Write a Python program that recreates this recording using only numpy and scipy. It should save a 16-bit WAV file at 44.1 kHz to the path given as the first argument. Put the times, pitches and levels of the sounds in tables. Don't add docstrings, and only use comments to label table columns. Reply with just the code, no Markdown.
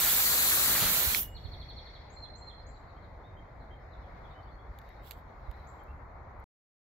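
import sys
import numpy as np
from scipy import signal
from scipy.fft import rfft, irfft
from scipy.io import wavfile
from scipy.ndimage import uniform_filter1d, minimum_filter1d

SR = 44100
rng = np.random.default_rng(int(sys.argv[2]) if len(sys.argv) > 2 else 0)


def file_out(sig):
    cols = np.atleast_2d(sig).T
    lim = np.clip(cols, -1, 1)
    pcm = np.round(lim * 32767).astype(np.int16)
    wavfile.write(sys.argv[1], SR, pcm)


def volts_from_db(level):
    exponent = np.asarray(level, float) / 20
    return 10 ** exponent


N = 302570
CLOCK = np.arange(0, N / SR, .01)
EDGE_HZ = 15700

# level/dB, lift on wood/dB, runs on after the trigger/s, then falls/(dB/s)
SPRAY_LAYERS = [
    (-28, -4, 0.068, 411),
    (-35, 1.5, 0.028, 303.5),
    (-39.5, 1.5, .005, 195.5),
    (-54, 9.5, .01, 85.5),
]
# low f/Hz, high f/Hz
SPRAY_BANDS = [(9500, 16000), (3000, 8500), (600, 2500), (100, 500)]
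# f/Hz, density/(dB per Hz)
SPRAY_TONE = [(65, -26.5), (110, 7), (209, -7), (470, -9), (603, -8.5), (993, -7.5), (1470, -4.5),
              (2750, -7), (4250, -2.5), (5010, -8.5), (7440, -4), (9340, -9.5), (11500, 2), (14800, 0.5),
              (15700, -1.5)]
# f/Hz, likeness 0-1
SPRAY_SAME = [(60, 1), (200, 0.96), (700, 0.6), (1500, 0.65), (3500, .35), (7000, 0.078), (12000, .05)]
# f/Hz, left-right/dB
PORTS = [(60, 2), (99, 3.5), (160, -1.5), (270, -0.5), (450, 3.5), (740, 1.5), (1220, 5.5), (2010, 0.5),
         (3330, -3.5), (5500, 5.5), (9080, 5.5), (15000, -4.5)]
# t/s, left lead/ms, flow/dB, share landing on wood 0-1
AIM = [
    (0, 0.063, 0, 0.27),
    (.08, 0.012, 1, 0.15),
    (.2, 0.14, 0.5, 0.2),
    (.5, 0.19, 1, 0.37),
    (.74, .1, 1, 0.28),
    (.82, .0, 1, 1),
    (.9, -0.096, 0.5, 0.5),
    (1.04, -0.16, -1, 0.33),
    (1.15, -0.17, -3, 0.45),
]
SPRAY_PAN_DB, PAN_DB_PER_MS = -1.2, 11
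MIST_BRIGHT_DB, BRIGHT_DB_PER_MS, MIST_DULLED_DB = 1, 2.5, -4.5
DRY_S = 1.33

# t/s, roar level/dB, nearness of a passing car 0-1
STREET = [(1.5, -59.5, 0.05), (1.9, -59, 0.18), (2.4, -58.5, .2), (2.8, -59.5, 0.52), (3.6, -58.5, .1),
          (4.3, -56.5, 0.43), (4.6, -59, 0.47), (5.0, -59.5, 0.52), (5.4, -59.5, 0.66), (5.95, -60, 1),
          (6.4, -57.5, 0.66)]
# low f/Hz, high f/Hz
STREET_BANDS = [(30, 150), (400, 1000), (1050, 2300), (2900, 5200), (900, 1400)]
# f/Hz, density/(dB per Hz)
STREET_TONE = [(15, -35), (25, -3), (48, 5), (68, -1.5), (128, -10), (183, -17), (354, -19.5), (623, -14.5),
               (799, -15.5), (1610, -28.5), (2120, -28), (2780, -49), (4170, -43.5), (5600, -57.5),
               (7280, -93.5), (12300, -120)]
# f/Hz, likeness 0-1
STREET_SAME = [(60, 0.98), (180, 0.91), (550, 0.65), (1650, 0.19), (4970, 0.0683), (15000, 0.04)]
# f/Hz, left-right/dB
STREET_SIDE = [(60, 0.0), (130, -1), (290, 2.5), (640, 0), (1410, 2.5), (3100, 5.5), (6820, 9), (15000, 4)]
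# t/s, level/dB
CHORUS = [(1.3, -76.5), (1.5, -72), (2.0, -69.5), (2.3, -79), (3.5, -83.5), (4.3, -77), (4.6, -85.5),
          (4.9, -75), (5.2, -83), (5.6, -77.5), (5.95, -85.5), (6.4, -84.5)]
# f/Hz, density/(dB per Hz)
HISS_TONE = [(3290, -31.5), (5600, 0), (7040, -1), (8920, -18.5), (9980, -16.5), (11500, -2), (12700, -7),
             (15100, -6), (15700, -8.5)]
# t/s, lift/dB, lasts/s
RUSTLES = [
    (1.35, 13.5, 0.49),
    (4.25, 3, .2),
    (4.85, 8, .12),
    (5.2, 1.5, .25),
    (5.696, 8, 0.26),
    (6.199, -1.5, .3),
]
RUMBLE_DB, RUMBLE_FOLLOWS, UPPER_DB, NEAR_LIFT_DB = -49, .3, -5, 5
WHINE_DB, WHINE_LIFT_DB = -6, 9.5
BREEZE_DB, BREEZE_S, BREEZE_DIES_S = 5.5, 1.4, .35
DIP_S, DIP_DB, DIP_LASTS_S = 1.1, -21.5, 0.028
HAZE_DB = 5.5
HISS_DB, LEAVES_DB, LEAVES_FOLLOW = -93, -91.5, .25

# t/s, peak level/dB, left-right/dB, pitch f/Hz
PUFFS = [
    (0.794, -36.5, -17, 117),
    (0.827, -28, -8, 32.3),
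    (1.047, -33.5, 11, 69),
    (1.335, -36, -7, 59.6),
    (1.425, -37, -15, 81),
    (2.163, -38.5, 0.0, 67),
    (5.463, -29, -10, 46.2),
    (6.183, -48.5, 3, 83.2),
]

# t/s, peak level/dB, left-right/dB
TRIGGER = (1.1472, -10, -5)
# f/Hz, level/dB, t60/s
TRIGGER_MODES = [(2300, 0, .007), (3100, -6, .004), (4200, -2, .005), (5300, -3, .004)]
SQUEAL_HZ, SQUEAL_DB, SQUEAL_PEAK_S = 2890, -60, 1.295
SQUEAL_RISE_DB_PER_S, SQUEAL_FALL_DB_PER_S = 6, 150

# t/s, peak level/dB, left-right/dB, treble lift/dB
TICKS = [
    (4.788, -47, 7.5, -17.5),
    (4.816, -54, -8, -30.5),
    (4.8905, -57.5, -9, -16.5),
    (5.1097, -35, -10.5, -17.5),
    (5.5133, -52, -4.5, -20),
    (5.1179, -45.5, -13.5, -17.5),
]
# t/s, peak level/dB, left-right/dB, treble lift/dB
SPITS = [
    (1.2304, -28, -1.5, 10),
    (1.6965, -70, 1.0, 16),
    (5.837, -65.5, 16, 16),
    (6.4003, -67, 7, 16),
]
# f/Hz, density/(dB per Hz)
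TICK_TONE = [(1060, -66), (1800, -0.5), (2290, -7), (4420, -3), (5580, -24.5), (6900, -9), (9640, -30.5),
             (12300, 0), (15600, -24.5), (16500, -36)]
# t/s, peak level/dB, lasts/s
SCUFF = [
    (5.075, -64, 0.033),
    (5.125, -65.5, 0.018),
    (5.18, -75, 0.028),
]
# f/Hz, density/(dB per Hz)
SCUFF_TONE = [(1650, -38.5), (2800, -8), (3170, -0.5), (3450, -4), (4250, -3.5), (7000, -19), (7580, -3.5),
              (8630, -20.5), (12000, -6), (15700, -10)]

# t/s, level/dB
TRILL = [(1.345, -49), (1.431, -51), (1.513, -50), (1.593, -48.5), (1.679, -48.5), (1.761, -49),
         (1.847, -51.5), (1.93, -53)]
# t/s, length/s, level/dB
FALLS = [
    (2.156, 0.106, -50),
    (2.412, 0.09, -51),
]
# t/s, length/s, from f/Hz, to f/Hz, level/dB
RISES = [(2.96, 0.041, 3080, 3240, -74), (3.231, 0.058, 3450, 3710, -69), (3.364, 0.038, 3100, 3195, -67.5),
         (3.703, .045, 3130, 3190, -66), (4.341, .07, 2970, 3060, -70), (5.873, .054, 2610, 2700, -70.5)]
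# t/s, length/s, from f/Hz, to f/Hz, level/dB
LEVEL = [
    (1.27, .085, 7350, 7750, -72),
    (4.85, .2, 3780, 3770, -74.5),
]
# t/s, length/s, level/dB
CHIPS = [
    (2.092, 0.051, -64),
    (2.351, 0.037, -61),
    (2.66, .03, -62),
    (5.666, 0.022, -61),
]
# t/s, from f/Hz, to f/Hz, level/dB, left-right/dB
FAR = [(2.236, 4000, 3190, -59.5, -8), (2.493, 3800, 3140, -58, -7), (2.62, 5030, 4470, -71, 11),
       (2.74, 4700, 3750, -65, -3), (2.877, 4750, 3520, -66.5, 1), (3.019, 4620, 3400, -69.5, -4.5),
       (3.596, 4800, 3270, -69.5, -3), (3.797, 5010, 5170, -81, 5.5), (3.915, 4380, 3320, -68.5, -8),
       (3.97, 3900, 4500, -75, -2), (4.0, 5080, 5080, -80, 4), (4.027, 3600, 3170, -71.5, -6),
       (4.138, 3580, 3400, -72, -6), (4.237, 3706, 3170, -67, -10), (4.3, 3950, 3500, -70.5, -14),
       (4.419, 4180, 4700, -70.5, 0), (4.473, 3600, 3250, -71, -3), (4.512, 4080, 4480, -69.5, 2),
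       (4.585, 3150, 3520, -72, -7), (5.445, 4200, 3730, -74.5, -8), (5.52, 3500, 4360, -74, -13),
       (5.57, 4580, 3700, -72.5, -11), (5.615, 3700, 4760, -81, -4), (5.785, 3450, 3050, -74, -3.5)]
# f/Hz, t60/s
ECHO_T60 = [(1000, 1.2), (3000, 0.59), (4500, 0.81), (7000, 0.52), (12000, 0.15)]
FALL_HZ, SAG_HZ, CHIP_FROM_HZ, CHIP_TO_HZ = 4200, 55, 5500, 7440
FALL_PAN_DB, RISE_PAN_DB, LEVEL_PAN_DB, CHIP_PAN_DB = -5, -6, -3, 3
FAR_S, FAR_S_PER_KHZ, FAR_DIRECT_DB = .017, .013, -5
CUT_S = 6.4416


def evened(x):
    return x / np.sqrt(np.mean(x ** 2) + 1e-20)


def smoothed(x, size):
    return uniform_filter1d(uniform_filter1d(x, size), size)


def read(points, hz):
    f, value = np.transpose(points)
    return np.interp(np.log(hz + 1), np.log(f + 1), value)


def curve(rows):
    s, *columns = np.transpose(rows)
    return [np.interp(CLOCK, s, c) for c in columns]


def bump(s, lasts):
    return np.exp(-((CLOCK - s) / lasts) ** 2)


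def add(mix, s, sound, pan_db):
    part = mix[:, round(s * SR):][:, :len(sound)]
    part += sound[:part.shape[1]] * volts_from_db(np.array([[pan_db / 2], [-pan_db / 2]]))


def drops(per_s, spread_db, share):
    size = volts_from_db(spread_db * np.minimum(rng.exponential(1, (2, N)), 4))
    size = size * rng.choice([-1., 1.], (2, N))
    hits = size * (rng.random((2, N)) < per_s / SR)
    return np.sqrt(share) * evened(hits) + np.sqrt(1 - share) * rng.standard_normal((2, N))


def patches(shape, wide, long):
    hills = uniform_filter1d(rng.standard_normal(shape), wide, 0)
    return evened(uniform_filter1d(hills, long, 1))


def paint(streams, size, tone, bands, rows, same, side, patchy_db, pan_db=0, aim=((0, 0, 0),)):
    hz, t, z = signal.stft(streams, SR, nperseg=size, noverlap=size * 3 // 4)
    s, *columns = np.transpose(rows)
    tone_db = read(tone, hz) - 80 * (hz > EDGE_HZ)
    centres = [np.sqrt(lo * hi) for lo, hi in bands]
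    field_db = tone_db[:, None] + patchy_db * patches(z.shape[1:], wide=size // 64, long=10)
    for k, (lo, hi) in enumerate(bands):
        inside = (hz >= lo) & (hz < hi)
        own_db = 10 * np.log10(np.sum(volts_from_db(2 * tone_db[inside])) / len(hz))
        weight = read(sorted((c, float(j == k)) for j, c in enumerate(centres)), hz)
        field_db = field_db + weight[:, None] * (np.interp(t, s, columns[k]) - own_db)
    aim_s, lead_ms, bright_db = np.transpose(aim)
    bright_shape = [(2000, 0), (3100, -1), (4250, 1), (5200, -.7), (7500, .6), (11000, 0)]
    field_db = field_db + read(bright_shape, hz)[:, None] * np.interp(t, aim_s, bright_db)
    c = np.clip(read(same, hz), 0, 1)[:, None]
    late = np.exp(-2j * np.pi * hz[:, None] * np.interp(t, aim_s, lead_ms) / 1000)
    tilt_db = (read(side, hz)[:, None] + np.interp(t, s, pan_db * np.ones(len(s)))) / 2
    left = z[0] * volts_from_db(tilt_db)
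    right = (c * late * z[0] + np.sqrt(1 - c ** 2) * z[1]) / volts_from_db(tilt_db)
    return signal.istft([left, right] * volts_from_db(field_db), SR, nperseg=size, noverlap=size * 3 // 4)[1][:, :N]


def spray():
    lead_ms, flow_db, wood = curve(AIM)
    shut = CLOCK - TRIGGER[0]
    layers = [db + flow_db + wood_db * wood - fall * np.maximum(shut - on, 0)
              for db, wood_db, on, fall in SPRAY_LAYERS]
    bright_db = np.where(shut > 0, MIST_DULLED_DB, MIST_BRIGHT_DB + BRIGHT_DB_PER_MS * lead_ms)
    water = paint(drops(per_s=4000, spread_db=3.5, share=.25), 512, SPRAY_TONE, SPRAY_BANDS,
                  np.transpose([CLOCK] + layers), SPRAY_SAME, PORTS, 1.3,
                  pan_db=SPRAY_PAN_DB + PAN_DB_PER_MS * lead_ms, aim=np.transpose([CLOCK, lead_ms, bright_db]))
    return volts_from_db(1.5) * water * volts_from_db(-300 * np.maximum(np.arange(N) / SR - DRY_S, 0))


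def street():
    (roar_db, near), (chorus_db,) = curve(STREET), curve(CHORUS)
    dip_db = DIP_DB * bump(DIP_S, DIP_LASTS_S) + HAZE_DB * np.clip((DIP_S - CLOCK) / 0.11, 0, 1)
    rumble_db = RUMBLE_DB + RUMBLE_FOLLOWS * (roar_db - roar_db.mean())
    rumble_db = rumble_db + BREEZE_DB * bump(BREEZE_S, BREEZE_DIES_S)
    upper_db = roar_db + UPPER_DB + NEAR_LIFT_DB * near + dip_db
    whine_db = roar_db + WHINE_DB + WHINE_LIFT_DB * near + dip_db
    rows = np.transpose([CLOCK, rumble_db, roar_db + dip_db, upper_db, chorus_db, whine_db])
    traffic = paint(rng.standard_normal((2, N)), 1024, STREET_TONE, STREET_BANDS, rows,
                    STREET_SAME, STREET_SIDE, 1.1)
    stir_db = sum(db * bump(s, lasts) for s, db, lasts in RUSTLES)
    leaves_db = LEAVES_DB + LEAVES_FOLLOW * (chorus_db - chorus_db.mean()) + .3 * stir_db
    hiss = paint(rng.standard_normal((2, N)), 512, HISS_TONE, [(10500, 15500), (5800, 9100)],
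                 np.transpose([CLOCK, HISS_DB + stir_db, leaves_db]), STREET_SAME, STREET_SIDE, 1.6)
    return volts_from_db(2.0) * traffic + hiss


def wind():
    out, t = np.zeros((2, N)), np.arange(round(.09 * SR)) / SR
    for s, db, pan_db, hz in PUFFS:
        swing = np.sin(2 * np.pi * hz * t) * np.exp(-((t - .03) / 0.0092) ** 2)
        add(out, s, volts_from_db(db) * swing, pan_db)
    return out


def trigger_snap():
    out, t = np.zeros((2, N)), np.arange(1024) / SR
    s, peak_db, pan_db = TRIGGER
    snap = sum(volts_from_db(db - 60 * t / t60) * np.sin(2 * np.pi * hz * t) for hz, db, t60 in TRIGGER_MODES)
    add(out, s, volts_from_db(peak_db) * snap * np.minimum(t / .0007, 1), pan_db)
    return out


def squeal():
    t, out = np.arange(TRIGGER[0], 1.5, 1 / SR), np.zeros((2, N))
    late = t - SQUEAL_PEAK_S
    db = SQUEAL_DB + np.minimum(SQUEAL_RISE_DB_PER_S * late, -SQUEAL_FALL_DB_PER_S * late)
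    waver_db = 3 * evened(smoothed(rng.standard_normal(len(t)), 400))
    tone = np.sqrt(2) * np.sin(2 * np.pi * SQUEAL_HZ * t) * signal.windows.tukey(len(t), .1)
    add(out, t[0], volts_from_db(db + waver_db) * tone, LEVEL_PAN_DB)
    return out


def ticks():
    out, t = np.zeros((2, N)), np.arange(1024) / SR
    hz = np.fft.rfftfreq(len(t), 1 / SR)
    treble = np.clip((hz - 5000) / 5000, 0, 1) * (hz < EDGE_HZ)
    for s, db, pan_db, lift_db in TICKS + SPITS:
        colour = volts_from_db(read(TICK_TONE, hz) + (lift_db + 13.0) * treble)
        crack = irfft(rfft(rng.standard_normal(len(t))) * colour) * volts_from_db(-60 * t / 0.012)
        add(out, s, volts_from_db(db + 2.0) * crack / abs(crack).max(), pan_db)
    return out


def note(length, from_hz, to_hz, slide_at, slide_for):
    u = np.linspace(0, 1, round(length * SR))
    slide = np.sin(np.pi / 2 * np.clip((u - slide_at) / slide_for, 0, 1)) ** 2
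    hz = from_hz + (to_hz - from_hz) * slide
    flutter = volts_from_db(1.5 * evened(smoothed(rng.standard_normal(9000), 150)))[:len(u)]
    held = 1 / (1 + abs(np.gradient(hz)) / 2.6)
    whistle = np.sqrt(2) * np.sin(2 * np.pi * np.cumsum(hz) / SR)
    return whistle * signal.windows.tukey(len(u), .4) * flutter * held


def scattered(x, t60):
    t = np.arange(3000) / SR
    burst = rng.standard_normal((2, len(t))) * volts_from_db(-60 * t / t60)
    return signal.fftconvolve(x, burst / np.linalg.norm(burst[0]), axes=1)[:, :N]


def echo(x):
    taps = rng.standard_normal((2, SR)) * (rng.random((2, SR)) < 1200 / SR)
    taps[:, :250] = 0
    hz, t, z = signal.stft(taps, SR, nperseg=256)
    tail = signal.istft(z * volts_from_db(-60 * t / read(ECHO_T60, hz)[:, None]), SR, nperseg=256)[1]
    return signal.fftconvolve(x, tail / np.linalg.norm(tail[0]), axes=1)[:, :N]


def birds():
    song, trill, hidden, open_air = np.zeros((4, 2, N))
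    for s, db in TRILL:
        syllable = note(.042, 4370, 3300, .27, .64)
        add(trill, s, volts_from_db(db - np.linspace(-1.5, 5, len(syllable))) * syllable, -2.5)
        flick = note(0.0203, 5900, 5200, 0.013, 1.0)
        add(hidden, s + .044, volts_from_db(db - 21) * flick, 6)
    for s, length, db in FALLS:
        add(song, s, volts_from_db(db) * note(length, FALL_HZ, FALL_HZ - SAG_HZ, 0.42, 0.46), FALL_PAN_DB)
    for s, from_hz, to_hz, db, pan_db in FAR:
        call = note(FAR_S + FAR_S_PER_KHZ * abs(to_hz - from_hz) / 1000, from_hz, to_hz, -.35, 1.6)
        add(hidden, s, volts_from_db(db - 2.0) * call, pan_db)
        add(open_air, s, volts_from_db(db + FAR_DIRECT_DB) * call, pan_db)
    for s, length, from_hz, to_hz, db in RISES:
        add(open_air, s, volts_from_db(db - 2.0) * note(length, from_hz, to_hz, 0.011, .6), RISE_PAN_DB)
    for s, length, from_hz, to_hz, db in LEVEL:
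        add(open_air, s, volts_from_db(db) * note(length, from_hz, to_hz, .3, .7), LEVEL_PAN_DB)
    for s, length, db in CHIPS:
        add(hidden, s, volts_from_db(db) * note(length, CHIP_FROM_HZ, CHIP_TO_HZ, -0.5, 1.34), CHIP_PAN_DB)
    direct = volts_from_db(-1.5) * song + volts_from_db(-3.5) * trill + open_air
    foliage = volts_from_db(-1.5) * scattered(trill, 0.05) + volts_from_db(-1.5) * scattered(hidden, .1)
    to_walls = volts_from_db(-7.0) * open_air + volts_from_db(-6.5) * song + volts_from_db(-5.0) * trill + volts_from_db(-5.5) * hidden
    return direct + foliage + echo(to_walls)


def scuff():
    level = sum(volts_from_db(db) * bump(s, lasts) for s, db, lasts in SCUFF)
    rows = np.transpose([CLOCK, 20 * np.log10(level + 3e-6)])
    drag = paint(drops(per_s=4500, spread_db=-5.5, share=0.34), 256, SCUFF_TONE, [(5500, 27000)], rows,
                 SPRAY_SAME, PORTS, 2.5, pan_db=-14.0)
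    return volts_from_db(-2.0) * drag


def scene():
    return spray() + street() + wind() + trigger_snap() + squeal() + ticks() + birds() + scuff()


def masked(x, depth_db, chance_db, cut_db):
    hz, t, z = signal.stft(x, SR, nperseg=1024, noverlap=768)
    power = uniform_filter1d(uniform_filter1d((abs(z) ** 2).sum(0), 8, 0), 8, 1)
    level_db = 10 * np.log10(power + 1e-20)
    loudest_near_db = -minimum_filter1d(-level_db, 70, 0)
    under_db = np.minimum(loudest_near_db - level_db, 9)
    hole = under_db + chance_db * patches(z.shape[1:], wide=5, long=11) > depth_db
    hole = hole & (hz[:, None] > 2600)
    return signal.istft(z * np.where(hole, volts_from_db(cut_db), 1), SR, nperseg=1024, noverlap=768)[1][:, :N]


def top_cut(x):
    return signal.sosfilt(signal.butter(12, 16950, fs=SR, output="sos"), x)


def record(dry):
    thinned = signal.sosfilt(signal.butter(2, 35, "high", fs=SR, output="sos"), dry)
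    kept = masked(thinned, depth_db=12.9, chance_db=3.6, cut_db=-32)
    finished = kept * (np.arange(N) < CUT_S * SR)
    return top_cut(finished)


dry = scene()
out = record(dry)
file_out(out)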